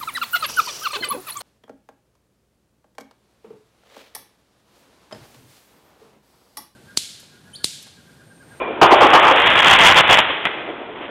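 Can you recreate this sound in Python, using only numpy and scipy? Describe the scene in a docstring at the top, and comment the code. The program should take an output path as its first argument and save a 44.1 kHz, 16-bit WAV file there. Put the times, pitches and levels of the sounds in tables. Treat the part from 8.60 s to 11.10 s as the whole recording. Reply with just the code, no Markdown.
"""Firework shells burst at night over open ground: a quick string of bangs, each smeared by echoes.
Their stars (small burning pellets) then crackle in a swarm that swells in waves and dies away,
leaving one late sharp crack. Far shells thud over a rumble, and two faint whistles come and go.
The microphone picks up little treble and overloads on the loud parts."""
import sys
import numpy as np
from scipy import signal
from scipy.fft import rfft, irfft, next_fast_len
from scipy.io import wavfile

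SR = 44100
rng = np.random.default_rng(int(sys.argv[2]) if len(sys.argv) > 2 else 0)


def materialize(psi):
    """Save the field psi as 16-bit PCM at rate SR to the path in sys.argv[1].

    A 1-D psi becomes a single channel; in a 2-D psi each row is a channel.
    """
    bounded = np.clip(np.atleast_2d(psi).T, -1, 1)
    quanta = np.round(bounded * 32767).astype(np.int16)
    wavfile.write(sys.argv[1], SR, quanta)


N = 110250
T = np.arange(N) / SR

# The tone colour of tiny pops. Each row: frequency in Hz, level in dB.
POP_COLOUR = [(30, -13), (120, -11), (300, -12.5), (600, -2.5), (950, 1), (1300, -0.5), (2000, 1),
              (2800, -0.5), (3400, 0)]
# The tone colour of one star's sharp crack. Each row: frequency in Hz, level in dB.
CRACK_COLOUR = [(60, -21), (400, -11), (1000, -5.5), (1400, -2.5), (1900, -1.5), (2600, -4), (3400, -3.5)]


def shell_bangs():
    """Each shell gives a blast of noise around its own pitch; short hollow tones glide inside."""
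    # Each row: start in seconds, level in dB, rise in seconds, hold in seconds, pitch in Hz.
    bangs = [(0.2136, -1.5, 0.0023, 0.017, 880), (0.301, -7, .012, 0.019, 820),
             (0.403, -7.5, .008, 0.042, 850), (.528, -4, .006, .024, 950), (0.617, -12, 0.013, 0.057, 1000),
             (0.703, -10.5, 0.0056, 0.0089, 650)]
    # The broad noise under each blast's pitch. Each row: frequency in Hz, level in dB.
    blast_colour = [(30, -38), (120, -17.5), (230, -20.5), (340, -9), (600, -11), (1200, -9), (1700, -19),
                    (2400, -11), (3500, -14.5)]
    # Each row: start in seconds, length in seconds, first pitch in Hz, last pitch in Hz, level in dB.
    hollow_tones = [(0.22, 0.013, 514, 305, -1), (.232, 0.017, 894, 570, -5),
                    (0.306, 0.02, 854, 1170, -2.5), (0.321, .012, 421, 328, 0),
                    (.329, .019, 1020, 490, 0.5), (.416, 0.015, 607, 372, -3),
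                    (.432, .017, 1078, 705, -5.5), (0.44, .018, 351.5, 266, -12),
                    (0.526, 0.033, 1076, 400, -6.5)]
    width_octaves = 0.72
    out = np.zeros(N)
    for start, db, rise, hold, pitch in bangs:
        hump = lambda hz: np.exp(-(np.log2((hz + 1) / pitch) / width_octaves) ** 2)
        gain = lambda hz: (hump(hz) + amp(along(blast_colour, hz))) * mic_band(hz)
        blast = unit(filtered(rng.standard_normal(N), gain))
        out += amp(db) * blast * envelope(start, rise, hold, fade=0.15)
    for start, length, from_hz, to_hz, db in hollow_tones:
        progress = np.clip((T - start) / length, 0, 1)
        cycles = np.cumsum(from_hz * (to_hz / from_hz) ** progress) / SR + rng.random()
        out += amp(db) * np.sin(np.pi * progress) * np.sin(2 * np.pi * cycles)
    return echoed(out, echo_db=-4.5)


def crackling_stars():
    """A swarm of tiny pops, with surges where many stars pop at once."""
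    # The strength of the swarm. Each row: time in seconds, level in dB.
    swarm_levels = [(.2, -39.5), (.25, -20.5), (.45, -18.5), (.62, -17), (.76, -16.5), (.87, -12),
                    (.945, -16), (.98, -12), (1.03, -13.5), (1.08, -10), (1.14, -10), (1.175, -14.5),
                    (1.265, -5.5), (1.34, -14), (1.39, -10), (1.425, -16), (1.47, -17.5), (1.51, -9.5),
                    (1.595, -13.5), (1.645, -22), (1.75, -29.5), (1.86, -37), (2.0, -63)]
    # Each row: start in seconds, level in dB, hold in seconds.
    surges = [(0.846, -20.5, .015), (0.957, -15.5, 0.037), (1.051, -17.5, 0.026), (1.111, -12.5, 0.043),
              (1.185, -10, 0.026), (1.24, -13.5, 0.044), (1.293, -11, 0.023), (1.358, -9, .045),
              (1.489, -10.5, 0.055), (1.579, -9.5, 0.01), (1.695, -21, .012)]
    # Each row: frequency in Hz, level in dB.
    surge_colour = [(30, -25), (130, -8.5), (260, -9.5), (500, -4.5), (900, 2), (1400, -3), (2200, -6),
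                    (3400, -0.5)]
    swarm_db, = curves(swarm_levels)
    swarm = echoed(amp(swarm_db) * coloured(pops(), POP_COLOUR), echo_db=-7.5)
    surge_gain = sum(amp(db) * envelope(start, 0.006, hold, fade=0.044) for start, db, hold in surges)
    return swarm + surge_gain * coloured(pops(), surge_colour)


def snapping_stars():
    """Single stars snap out of the swarm while it builds, some at set times and more at random."""
    # Each row: time in seconds, peak level in dB.
    clearest_snaps = [(.7825, -6.5), (.8335, -5), (.8458, -9), (.8628, -4.5), (.9052, -4), (0.937, -1.5),
                      (.9566, -2), (.969, -1), (1.022, -3), (1.0462, -2)]
    snaps_per_s, from_s, to_s = 120, 0.76, 1.33
    spikes = amp(-4.5) * (rng.random(N) < snaps_per_s / SR) * (T > from_s) * (T < to_s)
    for start, db in clearest_snaps:
        spikes[round(start * SR)] += amp(db)
    gain = lambda hz: amp(along(CRACK_COLOUR, hz)) * mic_band(hz)
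    one_snap = filtered(1.0 * (T == 0), gain)
    return filtered(spikes, gain) / np.abs(one_snap).max()


def last_star():
    """One sharp crack bounces off the ground and walls and scatters off nearby things."""
    # The crack and its quick bounces. Each row: delay in seconds, level in dB.
    arrivals = [(0, 0), (.0016, -6), (.0046, -4.5), (.0061, -2.5), (0.0163, -5.5), (.0182, -5.5)]
    start = 1.8537
    spikes = np.zeros(N)
    for delay, db in arrivals:
        spikes[round((start + delay) * SR)] -= amp(db)
    crack = coloured(spikes, CRACK_COLOUR)
    crack = amp(-0.5) * crack / np.abs(crack).max()
    scatter = coloured(rng.standard_normal(N), CRACK_COLOUR)
    scatter *= amp(-21.5) * envelope(start, rise=0, hold=0.018, fade=0.072)
    return echoed(crack + scatter, echo_db=-6)


def far_fireworks():
    """Far shells thud dully over the rumble and faint crackle of the wider display."""
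    # Each row: start in seconds, level in dB.
    far_shells = [(.008, -21.5), (.02, -26), (.06, -33), (.076, -26), (0.104, -23.5), (0.549, -12.5),
                  (0.661, -16.5), (.712, -15.5), (.79, -21.5), (1.695, -24), (2.075, -26.5), (2.089, -29),
                  (2.213, -28.5), (2.289, -30.5), (2.409, -33)]
    # The tone colours of thuds and rumble. Each row: frequency in Hz, level in dB.
    thud_colour = [(30, -48.5), (180, -22.5), (320, 5), (650, 0.5), (1100, -15), (1600, -24.5), (3400, -21)]
    rumble_colour = [(25, -17), (70, -17.5), (180, -10), (330, 0), (600, -2), (1050, -7.5), (1500, -11.5),
                     (3400, -34)]
    # Each row: time in seconds, rumble level in dB, crackle level in dB.
    far_levels = [(0, -27.5, -43), (.19, -28, -45.5), (1.9, -33.5, -46), (2.15, -33.5, -45.5),
                  (2.32, -35, -44), (2.44, -34, -33.5), (2.5, -33.5, -40)]
    rumble_db, crackle_db = curves(far_levels)
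    thud_gain = sum(amp(db) * envelope(start, rise=0.0018, hold=0, fade=0.12) for start, db in far_shells)
    thuds = thud_gain * coloured(rng.standard_normal(N), thud_colour)
    rumble = amp(rumble_db) * coloured(rng.standard_normal(N), rumble_colour)
    crackle = amp(crackle_db) * coloured(pops(), POP_COLOUR)
    return thuds + rumble + crackle


def thin_whistle():
    """Two narrow bands of noise make an unsteady whistle that fades right at the start."""
    # Each row: pitch in Hz, level in dB.
    tones = [(2395, -31.5), (1020, -30.5)]
    half_width_hz = 58
    out = np.zeros(N)
    for pitch, db in tones:
        band = lambda hz: 1 / (1 + ((hz - pitch) / half_width_hz) ** 2)
        out += amp(db) * unit(filtered(rng.standard_normal(N), band))
    return out * envelope(start=0, rise=0, hold=0.046, fade=0.54)


def falling_whistle():
    """Under the crackle, a faint whistle swells and fades as its pitch falls."""
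    start, length, from_hz, fall_hz_per_s = 1, 0.25, 1115, 440
    progress = np.clip((T - start) / length, 0, 1)
    cycles = np.cumsum(from_hz - fall_hz_per_s * length * progress) / SR
    return amp(-19) * np.sin(np.pi * progress) * np.sin(2 * np.pi * cycles)


def pops(per_second=1500, spread_db=3):
    """Sudden spikes of air pressure, random in time and size."""
    size = amp(spread_db * np.clip(rng.standard_normal(N), -2, 2))
    return (rng.random(N) < per_second / SR) * size * np.sign(rng.standard_normal(N))


def echoed(x, echo_db):
    """Add the long, blurred echo from trees and buildings."""
    # Each row: frequency in Hz, seconds the echo takes to fade by 60 dB.
    fade_times = [(100, 1.1), (500, 1.35), (1500, 1.55), (3500, 1.45)]
    hz, t, bands = signal.stft(rng.standard_normal(N), SR, nperseg=256)
    fading = amp(-60 * t / along(fade_times, hz)[:, None])
    _, tail = signal.istft(bands * fading, SR, nperseg=256)
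    return x + amp(echo_db) * signal.fftconvolve(x, tail / np.linalg.norm(tail))[:N]


def mic_band(hz):
    """The microphone's gain, which falls steeply in the treble."""
    # Each row: frequency in Hz, level in dB.
    treble_fall = [(3350, 0), (3500, -4), (3700, -12), (4000, -22), (4250, -33), (4500, -48), (5200, -100)]
    return amp(along(treble_fall, hz))


def amp(db):
    """Turn decibels into a gain to multiply by."""
    return 10 ** (np.asarray(db) / 20)


def unit(x):
    """Scale to an average strength (rms) of 1."""
    return x / np.sqrt(np.mean(x ** 2) + 1e-20)


def along(points, hz):
    """Read between a table's rows, with frequency spaced in octaves."""
    frequencies, values = np.transpose(points)
    return np.interp(np.log(hz + 1), np.log(frequencies + 1), values)


def curves(rows):
    """Give one value per sample for each column after the time."""
    times, *columns = np.transpose(rows)
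    return [np.interp(T, times, column) for column in columns]


def filtered(x, gain):
    """Turn each frequency of x up or down by gain(hz)."""
    size = 2 * next_fast_len(N)
    hz = np.fft.rfftfreq(size, 1 / SR)
    cepstrum = irfft(np.log(np.maximum(gain(hz), 1e-6)), size)
    # Folding onto the first half makes the filter ring after a pop, never before it.
    cepstrum[1:size // 2] *= 2
    cepstrum[size // 2 + 1:] = 0
    return irfft(rfft(x, size) * np.exp(rfft(cepstrum)), size)[:N]


def coloured(x, colour):
    """Give x a tone colour within the microphone's range, at strength 1."""
    return unit(filtered(x, lambda hz: amp(along(colour, hz)) * mic_band(hz)))


def envelope(start, rise, hold, fade):
    """Rise, hold, then drop 60 dB per fade time; all times are in seconds."""
    t = T - start
    return np.clip(t / max(rise, 1e-4), 0, 1) * amp(-60 * np.maximum(t - rise - hold, 0) / fade)


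def scene():
    """Everything in the sky, in one channel."""
    near = shell_bangs() + crackling_stars() + snapping_stars() + last_star()
    return (near + far_fireworks() + thin_whistle() + falling_whistle())[None]


def record(dry):
    """Overload flattens the peaks, making all the high treble; then the lowest and highest sounds are cut."""
    ceiling, hardness, low_cut_hz, top_hz = 0.73, 17.2, 45, 16100
    clipped = dry / (2 + np.abs(dry / ceiling) ** hardness) ** (1 / hardness)
    size = next_fast_len(N + SR // 2)
    hz = np.fft.rfftfreq(size, 1 / SR)
    gain = hz / np.hypot(hz, low_cut_hz) * (hz < top_hz)
    return irfft(rfft(clipped, size) * gain, size)[..., :N]


dry = scene()
out = record(dry)
materialize(out)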